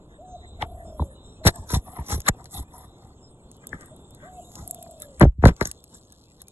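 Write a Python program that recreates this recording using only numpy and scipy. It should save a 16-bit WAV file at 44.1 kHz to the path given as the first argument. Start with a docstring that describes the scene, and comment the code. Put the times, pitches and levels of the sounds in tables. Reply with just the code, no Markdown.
"""Monkey with a phone in the forest

Right at the two microphones a monkey paws the phone and finally bites it. Knocks and rubs reach the
ports through the case, bass last, so each chirps downward; nails and teeth tick on the shell. Thin high
hiss swells and fades, birds peep, and far off an animal calls twice: a whistle, then a falling trill."""
import sys
import numpy as np
from scipy import signal
from scipy.fft import rfft, irfft, next_fast_len
from scipy.io import wavfile

SR = 44100
rng = np.random.default_rng(int(sys.argv[2]) if len(sys.argv) > 2 else 0)


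def pcm_store(signal):
    """Save signal as 16-bit PCM."""
    levels = np.round(np.clip(np.atleast_2d(signal), -1, 1) * 32767)
    wavfile.write(sys.argv[1], SR, levels.astype(np.int16).T)


N = 287393
TIME = np.arange(N) / SR
SIZE = next_fast_len(N + SR // 4)
HZ = np.maximum(np.arange(SIZE // 2 + 1) * SR / SIZE, 1)
CALL_EDGE_S = 0.0098   # attack and release of the far animal's notes

# a paw sliding over the case, levels before trim: (peak time [s], length [s], rumble [dB],
# scuff [dB], hiss [dB], pitch of the hollow under the paw [Hz], pitch of the rasp [Hz])
SLIDES = [(0.625, .022, -33, -29.5, -41.5, 1055, 3600), (1.008, 0.03, -27.5, -47.5, -74, 890, 3700),
          (1.473, 0.02, -19, -14.5, -12.5, 1590, 4100), (1.575, 0.12, -45.5, -45, -46.5, 803, 8000),
          (1.711, 0.0306, -49.5, -35.5, -33.5, 1170, 6300), (1.747, 0.034, -29, -29, -28, 894, 6800),
          (1.878, 0.04, -50.5, -42, -57, 874, 8200), (1.928, 0.02, -49, -44.5, -54, 890, 8200),
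          (1.964, .022, -48.5, -38, -57, 970, 3860), (1.997, 0.042, -37.5, -37, -56, 862, 8200),
          (2.121, 0.059, -30, -31, -29, 984, 6350), (2.27, 0.02, -41, -30, -35.5, 1296, 3760),
          (2.287, 0.0064, -9.5, -11.5, -10.5, 1554, 7000), (2.402, 0.11, -52, -50, -59.5, 895, 7600),
          (2.544, 0.034, -44, -44, -39, 924, 8700), (2.577, 0.037, -34.5, -43, -39.5, 930, 3670),
          (2.625, 0.023, -46.5, -52, -53, 930, 8350), (2.761, 0.068, -54.5, -47, -54.5, 890, 8300),
          (2.838, 0.095, -53, -54, -61, 889, 3600), (3.036, 0.16, -52, -57, -64, 927, 7570),
          (3.642, 0.024, -66.5, -51, -61, 1478, 7600), (3.741, 0.027, -34.5, -40.5, -57, 1550, 7600),
          (3.825, 0.08, -64, -50, -55, 1433, 8260), (4.245, 0.0713, -63, -48.5, -68, 1420, 3600),
          (4.586, 0.08, -42.5, -49, -48, 955, 6670), (5.026, 0.032, -64.5, -51.5, -47.5, 1534, 3700),
          (5.227, .026, -11.5, -20.5, -41, 1161, 6300), (5.438, 0.016, -17.5, -30.5, -54.5, 1235, 6300),
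          (5.484, 0.026, -13.5, -24.5, -42, 1146, 5000), (5.615, 0.058, -46.5, -43, -56, 1030, 6150),
          (5.671, 0.049, -45, -45.5, -40, 1390, 6800), (5.951, 0.044, -53, -60.5, -46, 1224, 7400),
          (6.408, 0.029, -63, -61.5, -53.5, 1400, 3740)]


def from_db(db):
    """Decibels to gain."""
    return 10 ** (np.asarray(db) / 20)


def over_hz(points):
    """A table joined by straight lines over log frequency."""
    hz, value = np.transpose(points)
    return np.interp(np.log(HZ), np.log(hz), value)


def shaped(x, response):
    """Pass a signal through a frequency response."""
    return irfft(rfft(x, SIZE) * response, SIZE)[..., :N]


def rms_one(x):
    """Scale to rms 1."""
    return x / np.sqrt(np.mean(x ** 2) + 1e-20)


def below(edge_hz, order=4):
    """Gain of a smooth low-pass."""
    return 1 / np.sqrt(1 + (HZ / edge_hz) ** (2 * order))


def wander(rate_hz):
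    """A slow random drift with rms 1."""
    return rms_one(shaped(rng.standard_normal(N), below(rate_hz)))


def resonant(x, hz, sharpness, plain):
    """One broad resonance plus a plain share of the sound."""
    return plain * x + signal.lfilter(*signal.iirpeak(hz, max(sharpness, .6), fs=SR), x)


def air(split_hz=2500, flicker_db=5, flicker_hz=11, sway_db=1, hiss_trim_db=-1):
    """Open air: a low rumble and a thin hiss that flickers band by band; the bite shuts out all but bass."""
    # colour of the outdoor air: (frequency [Hz], spectral level [dB])
    spectrum = [(25, -10), (70, -1.5), (200, -6.5), (500, -13), (1000, -22), (1500, -30.5), (2300, -38),
                (3000, -34), (3550, -20.5), (4400, -37), (5900, -40), (6900, -26), (7600, -16),
                (8300, -20.5), (9300, -42.5), (11300, -34), (13500, -80)]
    # its course: (time [s], rumble [dB], hiss before trim [dB])
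    levels = [(0, -50.5, -67.5), (.8, -49, -63), (1.302, -49, -61.5), (3, -52.5, -65.5),
              (4.001, -48.5, -61), (4.801, -50.5, -55.5), (6.099, -55.5, -65.5)]
    # borders of the hiss bands that flicker separately: (frequency [Hz])
    edges = [3300, 3800, 5200, 6900, 7400, 7900, 8400, 10000]
    times, rumble_db, hiss_db = np.transpose(levels)
    colour, low = from_db(over_hz(spectrum)), below(split_hz)
    sway = rms_one(shaped(rng.standard_normal((len(edges) + 2, N)), below(flicker_hz)))
    rumble = rms_one(shaped(rng.standard_normal(N), colour * low)) * from_db(sway_db * sway[0])
    bands = np.diff([low ** 2, *(below(hz, order=24) ** 2 for hz in edges), np.ones_like(HZ)], axis=0)
    hiss_bands = shaped(rng.standard_normal(N), colour * bands) * from_db(flicker_db * sway[1:])
    hiss = rms_one(hiss_bands.sum(axis=0)) * from_db(np.interp(TIME, times, hiss_db) + hiss_trim_db)
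    bass = shaped(rumble, below(edge_hz=140))
    rumble = bass + (rumble - bass) * mouth_seal()
    return rumble * from_db(np.interp(TIME, times, rumble_db)) + hiss * mouth_seal()


def noise_swell(peak_s, length, hz, width_hz, db):
    """A narrow band of noise that swells and fades."""
    band = rms_one(shaped(rng.standard_normal(N), 1 / (1 + (2 * (HZ - hz) / width_hz) ** 4)))
    return from_db(db) * band * np.exp(-((TIME - peak_s) / length) ** 2)


def chirps(per_s=13, low_hz=1550, high_hz=4500, glide_hz_per_s=3000, width_hz=63, length=.03, db=-71):
    """Faint gliding chirps from all through the forest, at random times and pitches, blurred by trees."""
    out = np.zeros(N)
    blur = wander(width_hz / 2) + 1j * wander(width_hz / 2)
    for when, pitch, glide, loss_db in rng.random((round(per_s * N / SR), 4)):
        s = when * N / SR
        near = slice(max(int((s - 3 * length) * SR), 0), int((s + 3 * length) * SR))
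        age = TIME[near] - s
        hz = low_hz * (high_hz / low_hz) ** pitch + glide_hz_per_s * (2 * glide - 1) * age
        tone = np.real(blur[near] * np.exp(2j * np.pi * np.cumsum(hz) / SR))
        out[near] += from_db(db - loss_db) * tone * np.exp(-(age / length) ** 2)
    return out * mouth_seal()


def forest():
    """Birds peep in the trees, faint hiss comes and goes, a breeze crosses the ports, an animal hoots."""
    # faint narrow bands of high hiss that swell and fade:
    # (peak time [s], length [s], pitch [Hz], width [Hz], level [dB])
    hiss_bands = [(0.153, 0.05, 3600, 224, -71), (0.468, .15, 3800, 554, -59),
                  (0.842, 0.048, 8450, 500, -63), (1.242, 0.12, 3760, 490, -59.5),
                  (1.013, 0.023, 3740, 810, -54), (2.91, 0.11, 3730, 603, -66),
                  (3.32, 0.044, 8320, 251.5, -63.5), (4.466, 0.034, 3750, 250, -62),
                  (3.892, 0.055, 8450, 282, -59), (4.048, 0.24, 3560, 262, -70),
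                  (4.54, 0.22, 7000, 1123, -60)]
    # far birds, smeared by the trees: (peak time [s], length [s], pitch [Hz], width [Hz], level [dB])
    birds = [(0.136, .035, 1760, 350, -62), (0.444, 0.023, 1950, 450, -57), (0.805, .03, 1830, 300, -55),
             (1.118, 0.024, 1750, 250, -61), (.32, .045, 6350, 900, -63), (0.892, 0.041, 5300, 220, -67),
             (.95, .022, 5560, 260, -67), (1.122, 0.024, 9180, 700, -55), (1.31, 0.066, 5700, 220, -69),
             (3.26, 0.03, 5230, 140, -59.5)]
    # short far hoots: (time [s], length [s], pitch [Hz], glide [Hz/s], level [dB])
    hoots = [(1.407, 0.045, 624, 498, -43), (3.907, 0.036, 620, 400, -46)]
    breeze = noise_swell(peak_s=0.75, length=0.48, hz=64.5, width_hz=74, db=-44)
    out = breeze + chirps() + sum(noise_swell(*band) for band in hiss_bands + birds)
    for s, length, hz, glide, db in hoots:
        age = np.clip(TIME - s, 0, length)
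        out += note(age, length, hz + glide * age, db)
    return out


def note(age, length, hz, db, waver_hz=5):
    """The far animal's voice: a nearly pure, slightly wavering tone with a short attack and release."""
    waver = waver_hz * wander(37)
    gate = np.clip(np.minimum(age, length - age) / CALL_EDGE_S, 0, 1)
    return gate * from_db(db) * np.sin(2 * np.pi * np.cumsum(hz + waver) / SR)


def whistle(start, held_s=0.181, pitch_hz=751, sag_hz_per_s=184, level_db=-41.5, fade_db_per_s=33):
    """A held note that scoops up, sags and is pushed hardest just before it drops away."""
    scoop_s, scoop_hz, drop_s, drop_hz = 0.055, 200, 0.0072, 63
    accent_s, accent_db = 0.029, 12.5
    length = held_s + CALL_EDGE_S
    age = np.clip(TIME - start, 0, length)
    scoop = np.maximum(1 - age / scoop_s, 0)
    drop = np.maximum(1 - (held_s - age) / drop_s, 0)
    hz = pitch_hz - sag_hz_per_s * age - scoop_hz * scoop - drop_hz * drop
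    accent = np.exp(-((age - held_s + drop_s) / accent_s) ** 2)
    return note(age, length, hz, level_db - fade_db_per_s * age + accent_db * accent)


def trill(start, length=0.558, notes_per_s=28.3, quicken_per_s2=42, merge_s=0.23):
    """A falling arch chopped into short, uneven rising notes that quicken and merge towards its end."""
    top_s, top_hz, fall_hz_per_s2, swing_hz = .075, 698, 850, 36
    loudest_s, loudest_db, fade_db_per_s2, shake_db = 0.22, -38.5, 126, 1.5
    age = np.clip(TIME - start, 0, length)
    rate = (notes_per_s + quicken_per_s2 * age) * (1 + .04 * wander(21))
    beat = 2 * np.pi * np.cumsum(rate * (age > 0)) / SR
    depth = np.minimum((length - age) / merge_s, 1) ** 2
    hz = top_hz - fall_hz_per_s2 * (age - top_s) ** 2 - swing_hz * depth * np.sin(beat)
    db = loudest_db - fade_db_per_s2 * (age - loudest_s) ** 2 + shake_db * wander(38)
    return note(age, length, hz, db) * (1 - depth * (1 + np.cos(beat)) / 2)


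def far_calls(trill_after_s=.395):
    """Far from the microphones an animal whistles and then trills, echoed by the trees."""
    # each call: (time [s], gain [dB])
    starts = [(0.182, -0.5), (4.223, -2)]
    # echoes off the trees: (delay [s], gain [dB])
    echoes = [(.037, -13), (.092, -14), (.15, -19.5)]
    direct = sum(from_db(db) * (whistle(s) + trill(s + trill_after_s)) for s, db in starts)
    return direct + sum(from_db(db) * np.interp(TIME - delay, TIME, direct) for delay, db in echoes)


def case_bands(thump_edge_hz=212, crack_edge_hz=2720):
    """The low, middle and high part of the case's response, as the microphones inside hear it."""
    # colour of any contact heard through the case: (frequency [Hz], gain [dB])
    spectrum = [(25, -15.5), (70, 5.5), (120, 0.5), (180, -1.5), (350, -2.5), (700, -13.5), (1300, -24.5),
                (2000, -21), (2600, -30.5), (3200, -20.5), (4200, -13.5), (5500, -16), (7000, -17),
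                (9300, -22), (11300, -19), (13500, -41), (16000, -53.5)]
    # narrow resonances of the case: (frequency [Hz], width [Hz], gain over that colour [dB])
    resonances = [(850, 6.2, 0.5), (1090, 190, -1.5), (1568, 31, 3.5), (1700, 260, 6), (2110, 570, 5.5),
                  (4170, 110, -2.5), (4150, 87, 6), (5700, 330, -1), (7000, 170, -3.5)]
    peaks = 1 + sum((from_db(db) - 1) / (1 + 2j * (HZ - hz) / width) for hz, width, db in resonances)
    colour = from_db(over_hz(spectrum)) * peaks
    low, under_crack = below(thump_edge_hz, order=2), below(crack_edge_hz, order=6)
    return colour * low, colour * (1 - low ** 2) * under_crack, colour * (1 - under_crack ** 2)


def through_case(x):
    """Slow bending waves bring the bass late, spreading a push into a short falling chirp."""
    # travel through the case to the ports: (frequency [Hz], delay [ms])
    travel = [(40, 34), (70, 16), (120, 12.8), (250, 6.8), (500, 5), (1000, 3.2), (2000, 0.57),
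              (4000, 0.034)]
    delay_s = over_hz(travel) / 1000
    return shaped(x, np.exp(-2j * np.pi * np.cumsum(delay_s) * SR / SIZE))


def pushes(catch_gap_s=.029, catch_db=(11.5, -18, -24.5), loss_db=1.5, catch_hz=335):
    """Yield (time, three levels, pitch) for each blow, then for the soft, even catches of long slides."""
    # paws and jaws striking the case, peak levels before trim:
    # (time [s], thump [dB], knock [dB], crack [dB], pitch of the contact [Hz])
    blows = [(0.614, -42, -32.5, -35.5, 1500), (0.622, -22.5, -39, -29.5, 380),
             (0.9962, -17.5, -22, -62, 588), (1.0225, -28, -24.5, -68, 449), (1.448, -13, -15.5, -43, 698),
             (1.454, -2, -11.5, -25, 623), (1.465, -13.5, -5, -17, 1092), (1.58, -26.5, -53, -55, 200),
             (1.702, -45.5, -27, -31.5, 1440), (1.7282, -9.5, -22.5, -34, 446),
             (1.7614, -12.5, -34, -22, 420), (1.984, -21, -34, -59.5, 690), (2.12, -23.5, -23, -37, 917),
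             (2.139, -26.5, -24, -48, 900), (2.174, -22, -33, -54, 400), (2.2839, -17.5, -12, -20, 1350),
             (2.344, -45, -37.5, -54, 620), (2.457, -50.5, -38.5, -27, 1597), (2.592, -25, -35, -44, 244.3),
             (3.7293, -29, -26, -60, 1030), (4.862, -61, -39, -66, 940), (5.207, -17, -2, -25, 1008),
             (5.2121, 0, 1, -10.5, 902), (5.2272, 1.5, -4, -29.5, 760), (5.234, -3, -6, -33, 560),
             (5.2486, -9, -9, -36.5, 480), (5.261, -6.5, -28, -52.5, 168.7), (5.38, -18, -55.5, -61.5, 253),
             (5.423, -13.5, -23, -42, 795), (5.436, 3, -0.5, -38.5, 760), (5.4544, 5.5, 0.5, -7, 910),
             (5.4721, -30.5, -18.5, -10.5, 1210), (5.482, -31.5, -20.5, -16, 1087),
             (5.484, -28, -20, -19, 963), (5.493, -29, -23, -27, 990), (5.502, -19.5, -36, -41.5, 256),
             (5.6105, -14, -5.5, -11.5, 1363), (5.6258, -32, -27.5, -16.5, 1500),
             (5.652, -30.5, -25, -25, 1490)]
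    for s, *levels_db, hz in blows:
        yield s, levels_db, hz
    for s, length, rumble_db, *_ in SLIDES:
        for k in range(int(length / catch_gap_s)):
            yield s + k * catch_gap_s, rumble_db + np.array(catch_db) - k * loss_db, catch_hz


def chatter(x, amount, decay_s):
    """A contact grinds or rattles as it settles: one clean hit, then a dying tail of noise."""
    age = np.arange(len(x)) / SR
    force = (age == 0) + amount * rng.standard_normal(len(x)) * np.exp(-age / decay_s)
    return signal.fftconvolve(x, force)[:len(x)]


def knocks(trim_db=(1, 0, -1), softness=0.35, reach=1.78, size=8192):
    """Each blow is one push: a soft contact thumps, a harder one rings the case and ends in a rattle."""
    low, middle, high = [np.roll(irfft(band, SIZE), size // 2)[:size] for band in case_bands()]
    out = np.zeros(N)
    for s, levels_db, hz in pushes():
        thump = signal.sosfilt(signal.butter(2, softness * hz, fs=SR, output="sos"), low)
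        # flesh passes little above the contact's pitch
        cushion = signal.butter(4, min(reach * hz, SR / 4), fs=SR, output="sos")
        ring = signal.sosfilt(cushion, resonant(middle, hz, sharpness=0.6, plain=0.35))
        knock = chatter(ring, amount=0.045, decay_s=0.0077)
        crack = chatter(high, amount=0.058, decay_s=0.008)
        at = round(s * SR) - size // 2
        for part, db, trim in zip((thump, knock, crack), levels_db, trim_db):
            out[at:at + size] += from_db(db + trim) * part / np.abs(part).max()
    return out


def hollow(x, modes, sharpness, plain, shifts):
    """The steep-sided resonances of a gap, trading strength as the paw shifts."""
    rings = (from_db(db) * shift * resonant(resonant(x, hz, sharpness, 0), hz, sharpness, 0)
             for (hz, db), shift in zip(modes, shifts))
    return plain * x + sum(rings)


def impulses(per_s, cap_db, spread_db=3):
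    """Tiny impulses of random time, size and sign."""
    sizes_db = np.minimum(spread_db * rng.exponential(1, N), cap_db)
    return from_db(sizes_db) * rng.choice([-1, 1], N) * (rng.random(N) < per_s / SR)


def rubs(slips_per_s=(4000, 900, 3000), trim_db=(-1, 0, -1), judder_db=3, shift_db=3, rise_share=0.49):
    """A paw slides over the microphones in a swell of tiny juddering slips: rumble, scuff and hiss."""
    # modes of the hollow under the paw: (multiple of its pitch [ratio], gain [dB])
    paw_modes = [(.85, 5.5), (1.1, 4.5), (1.29, 1), (2.1, -11.5)]
    # modes of the narrow gap at a port, rung by rasping skin: (frequency [Hz], gain [dB])
    gap_modes = [(3650, 2), (5950, 1.5), (7050, 0.5), (8000, 5.5), (11100, 4)]
    middling_scuff_db, plain_db, plain_db_per_db = -37.5, -12.5, 1.15
    out = np.zeros(N)
    shifts = from_db(shift_db * np.array([wander(rate_hz=22) for _ in gap_modes]))
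    for k, (part, band) in enumerate(zip(("rumble", "scuff", "hiss"), case_bands())):
        slips = rms_one(impulses(slips_per_s[k], cap_db=12)) + 0.457 * rng.standard_normal(N)
        judder = from_db(judder_db * wander(rate_hz=90))
        if part == "scuff":   # soft skin hardly excites the lower middle of the case
            band = band * (1 - below(edge_hz=523, order=2) ** 2)
        friction = shaped(slips * judder, band)
        if part == "hiss":
            friction = hollow(friction, gap_modes, sharpness=4.75, plain=0.017, shifts=shifts)
        for s, length, *levels_db, hollow_hz, rasp_hz in SLIDES:
            rise, fall = length * rise_share, length * (1 - rise_share)
            near = slice(max(int((s - 4 * rise) * SR), 0), int((s + 4 * fall) * SR))
            age, slide = TIME[near] - s, friction[near]
            swell = np.exp(-np.abs(age / np.where(age < 0, rise, fall)) ** 1.185)
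            if part == "scuff":   # pressed harder, a hollow creak turns to plain noise
                plain = from_db(plain_db + plain_db_per_db * (levels_db[k] - middling_scuff_db))
                modes = [(ratio * hollow_hz, db) for ratio, db in paw_modes]
                slide = hollow(slide, modes, sharpness=5.8, plain=plain, shifts=shifts[:, near])
            if part == "hiss":
                slide = resonant(slide, rasp_hz, sharpness=8.7, plain=0.45)
            gain = from_db(levels_db[k] + trim_db[k]) * np.sqrt(np.mean(swell ** 2))
            out[near] += gain * rms_one(slide * swell)
    return out


def mouth_clicks():
    """A click of lips or teeth swells and dies within a few cycles, louder at the nearer microphone."""
    # (time [s], pitch [Hz], peak [dB], time to the peak [s], left minus right [dB])
    clicks = [(0.6241, 2110, -22, 0.00084, -5), (0.6238, 3240, -18.5, 0.0005, -2),
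              (0.6262, 820, -15, 0.0018, 3.5), (0.995, 960, -21.5, 0.0025, 1),
              (1.0218, 850, -24.5, 0.0015, -3), (2.269, 3800, -23.5, 0.00074, -2.5),
              (2.269, 1650, -29, 0.0011, 2.5), (2.278, 1168, -19, 0.0044, 11),
              (2.2855, 1850, -12, 0.0011, 10), (3.7297, 1700, -23, 0.0013, 7),
              (5.4544, 1643, -9.5, 0.00082, 4)]
    out = np.zeros((2, N))
    for s, hz, db, rise, pan_db in clicks:
        near = slice(round(s * SR), round((s + 10 * rise) * SR))
        age = np.maximum(TIME[near] - s, 0)
        ring = (age / rise * np.exp(1 - age / rise)) ** 2 * np.sin(2 * np.pi * hz * age)
        out[:, near] += from_db(db + np.array([[pan_db], [-pan_db]]) / 2) * ring
    return out


def top_hiss(rough_db=3, rough_hz=90):
    """Thin, uneven swells of very high hiss around 11 kHz."""
    # each swell of hiss: (peak time [s], length [s], level [dB])
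    swells = [(0.743, 0.13, -66), (1.01, 0.079, -62.5), (1.734, 0.034, -36.5), (1.88, .05, -53.5),
              (1.966, 0.047, -51), (2.128, 0.049, -40), (2.569, 0.038, -38.5), (2.784, 0.061, -54),
              (4.607, 0.3, -62), (5.03, 0.033, -53)]
    hiss = sum(noise_swell(s, length, hz=11000, width_hz=1700, db=db) for s, length, db in swells)
    return hiss * rms_one(from_db(rough_db * wander(rough_hz)))


def ticks(uneven_db=1.0, detune=0.03, contact_s=0.00015, size=1024):
    """A nail or tooth lands, chatters and sets the shell ringing, a little differently at every spot."""
    # hard points striking the shell: (time [s], lower ring [dB], upper ring [dB])
    strikes = [(1.558, -32, -32.5), (2.204, -13.5, -21.5), (2.218, -24, -42), (2.443, -30, -34.5),
               (3.039, -47, -52.5), (3.1, -57.5, -61), (3.515, -29, -38), (3.567, -42, -45),
               (3.67, -27, -22), (3.692, -29, -46), (3.81, -29, -41), (3.8593, -39, -38.5),
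               (3.9637, -47, -38.5), (4.1075, -38, -40), (4.148, -33, -37.5), (4.518, -30, -43.5),
               (4.555, -15.5, -26), (4.677, -31, -21), (4.7102, -27, -14), (4.746, -27, -27),
               (4.8266, -25.5, -22.5), (4.9113, -50, -34.5), (5.001, -40, -30), (5.0206, -27, -19),
               (5.197, -30.5, -19.5), (5.43, -29.5, -49), (5.565, -26.5, -48), (5.655, -5.5, -26),
               (5.673, -14, -18), (5.714, -13, -18), (5.8408, -25.5, -31), (6.123, -31, -34.5),
               (6.418, -24.5, -26), (6.4832, -27.5, -33)]
    # the shell's lower and upper modes: (frequency [Hz], gain [dB], time to fall 60 dB [s])
    lower_modes = [(3760, -8, 0.00065), (5700, 0, 0.00096), (6580, -5, 0.0024)]
    upper_modes = [(8300, -2.5, 0.0048), (9490, 1, 0.0037), (10830, -2, 0.0042), (11200, -2, 0.0028)]
    age, out = np.arange(size) / SR, np.zeros(N)
    for s, lower_db, upper_db in strikes:
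        ring = 0
        for modes, strike_db in (lower_modes, lower_db), (upper_modes, upper_db):
            for hz, mode_db, t60 in modes:
                fading = from_db(strike_db + mode_db + rng.normal(0, uneven_db) - 60 * age / t60)
                ring = ring + fading * np.sin(2 * np.pi * hz * (1 + detune * rng.normal()) * age)
        attack = 1 - np.exp(-age / contact_s)
        at = round(s * SR)
        out[at:at + size] += chatter(ring * attack, amount=0.11, decay_s=0.0022)
    return out


def mouthing():
    """Films of saliva on the case break at random in tiny bright pops."""
    # soft wet fizz of lips and tongue: (time [s], level [dB])
    levels = [(3.3, -85.5), (3.55, -56), (4.25, -72), (4.6, -51), (5.2, -54.5), (5.65, -54), (6.1, -51)]
    pops = impulses(per_s=260, cap_db=9) * from_db(np.interp(TIME, *np.transpose(levels)))
    bright = case_bands()[2]
    return shaped(pops * mouth_seal(), bright / np.abs(irfft(bright, SIZE)).max())


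def mouth_seal(start_s=5.23, end_s=5.38, shut_s=.05, open_s=0.096, loss_db=28):
    """The gain dips as the mouth closes over the ports and returns as it lets go."""
    closing = np.clip((TIME - start_s) / shut_s, 0, 1)
    holding = np.clip(1 - (TIME - end_s) / open_s, 0, 1)
    return from_db(-loss_db * closing * holding)


def ports(x, apart, lean):
    """Two microphones, alike in the bass; 'apart' is what they do not share, 'lean' favours the left."""
    # how the left port trails the right: (frequency [Hz], phase lag [rad])
    phase_lag = [(1000, 0), (2000, 3.5), (2800, 1.5), (3800, 2.29), (5000, 3.5), (6500, 4.5), (7700, 8),
                 (9000, 8.5), (11000, 13.5)]
    # the jaws work nearer to the left port: (frequency [Hz], left minus right at full lean [dB])
    balance = [(600, -2.5), (1200, 11), (2400, 8), (3800, 7), (7000, 0.3)]
    tilt = from_db(lean * over_hz(balance) * (1 - below(600) ** 2) / 2)
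    lag = over_hz(phase_lag) * (1 - below(700) ** 2)
    side = shaped(apart, 1 - below(1000) ** 2)
    return np.array([shaped(x + side, tilt * np.exp(-1j * lag)), shaped(x - side, 1 / tilt)])


def scene():
    """Blows and slides right on the case, with the open air, the forest and the far caller behind."""
    blows = ports(through_case(knocks()) + ticks() + mouthing(), apart=np.zeros(N), lean=1.0)
    slides = ports(through_case(rubs()) + top_hiss(), apart=0.33 * through_case(rubs()), lean=0.44)
    outdoors = ports(air() + far_calls() + forest(), apart=0.035 * air(), lean=0)
    return blows + mouth_clicks() + slides + outdoors


def record(dry, mic_edge_hz=11950, leak_db=-20, cutoff_hz=16000):
    """The loudest thumps are gently rounded off; the microphones dull the top, and the very top is cut."""
    rounded = dry / (1 + np.abs(dry) ** 4) ** (1 / 4)
    dull = np.maximum(below(mic_edge_hz, order=30), from_db(leak_db))
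    return shaped(rounded, dull * below(cutoff_hz, order=30))


dry = scene()
out = record(dry)
pcm_store(out)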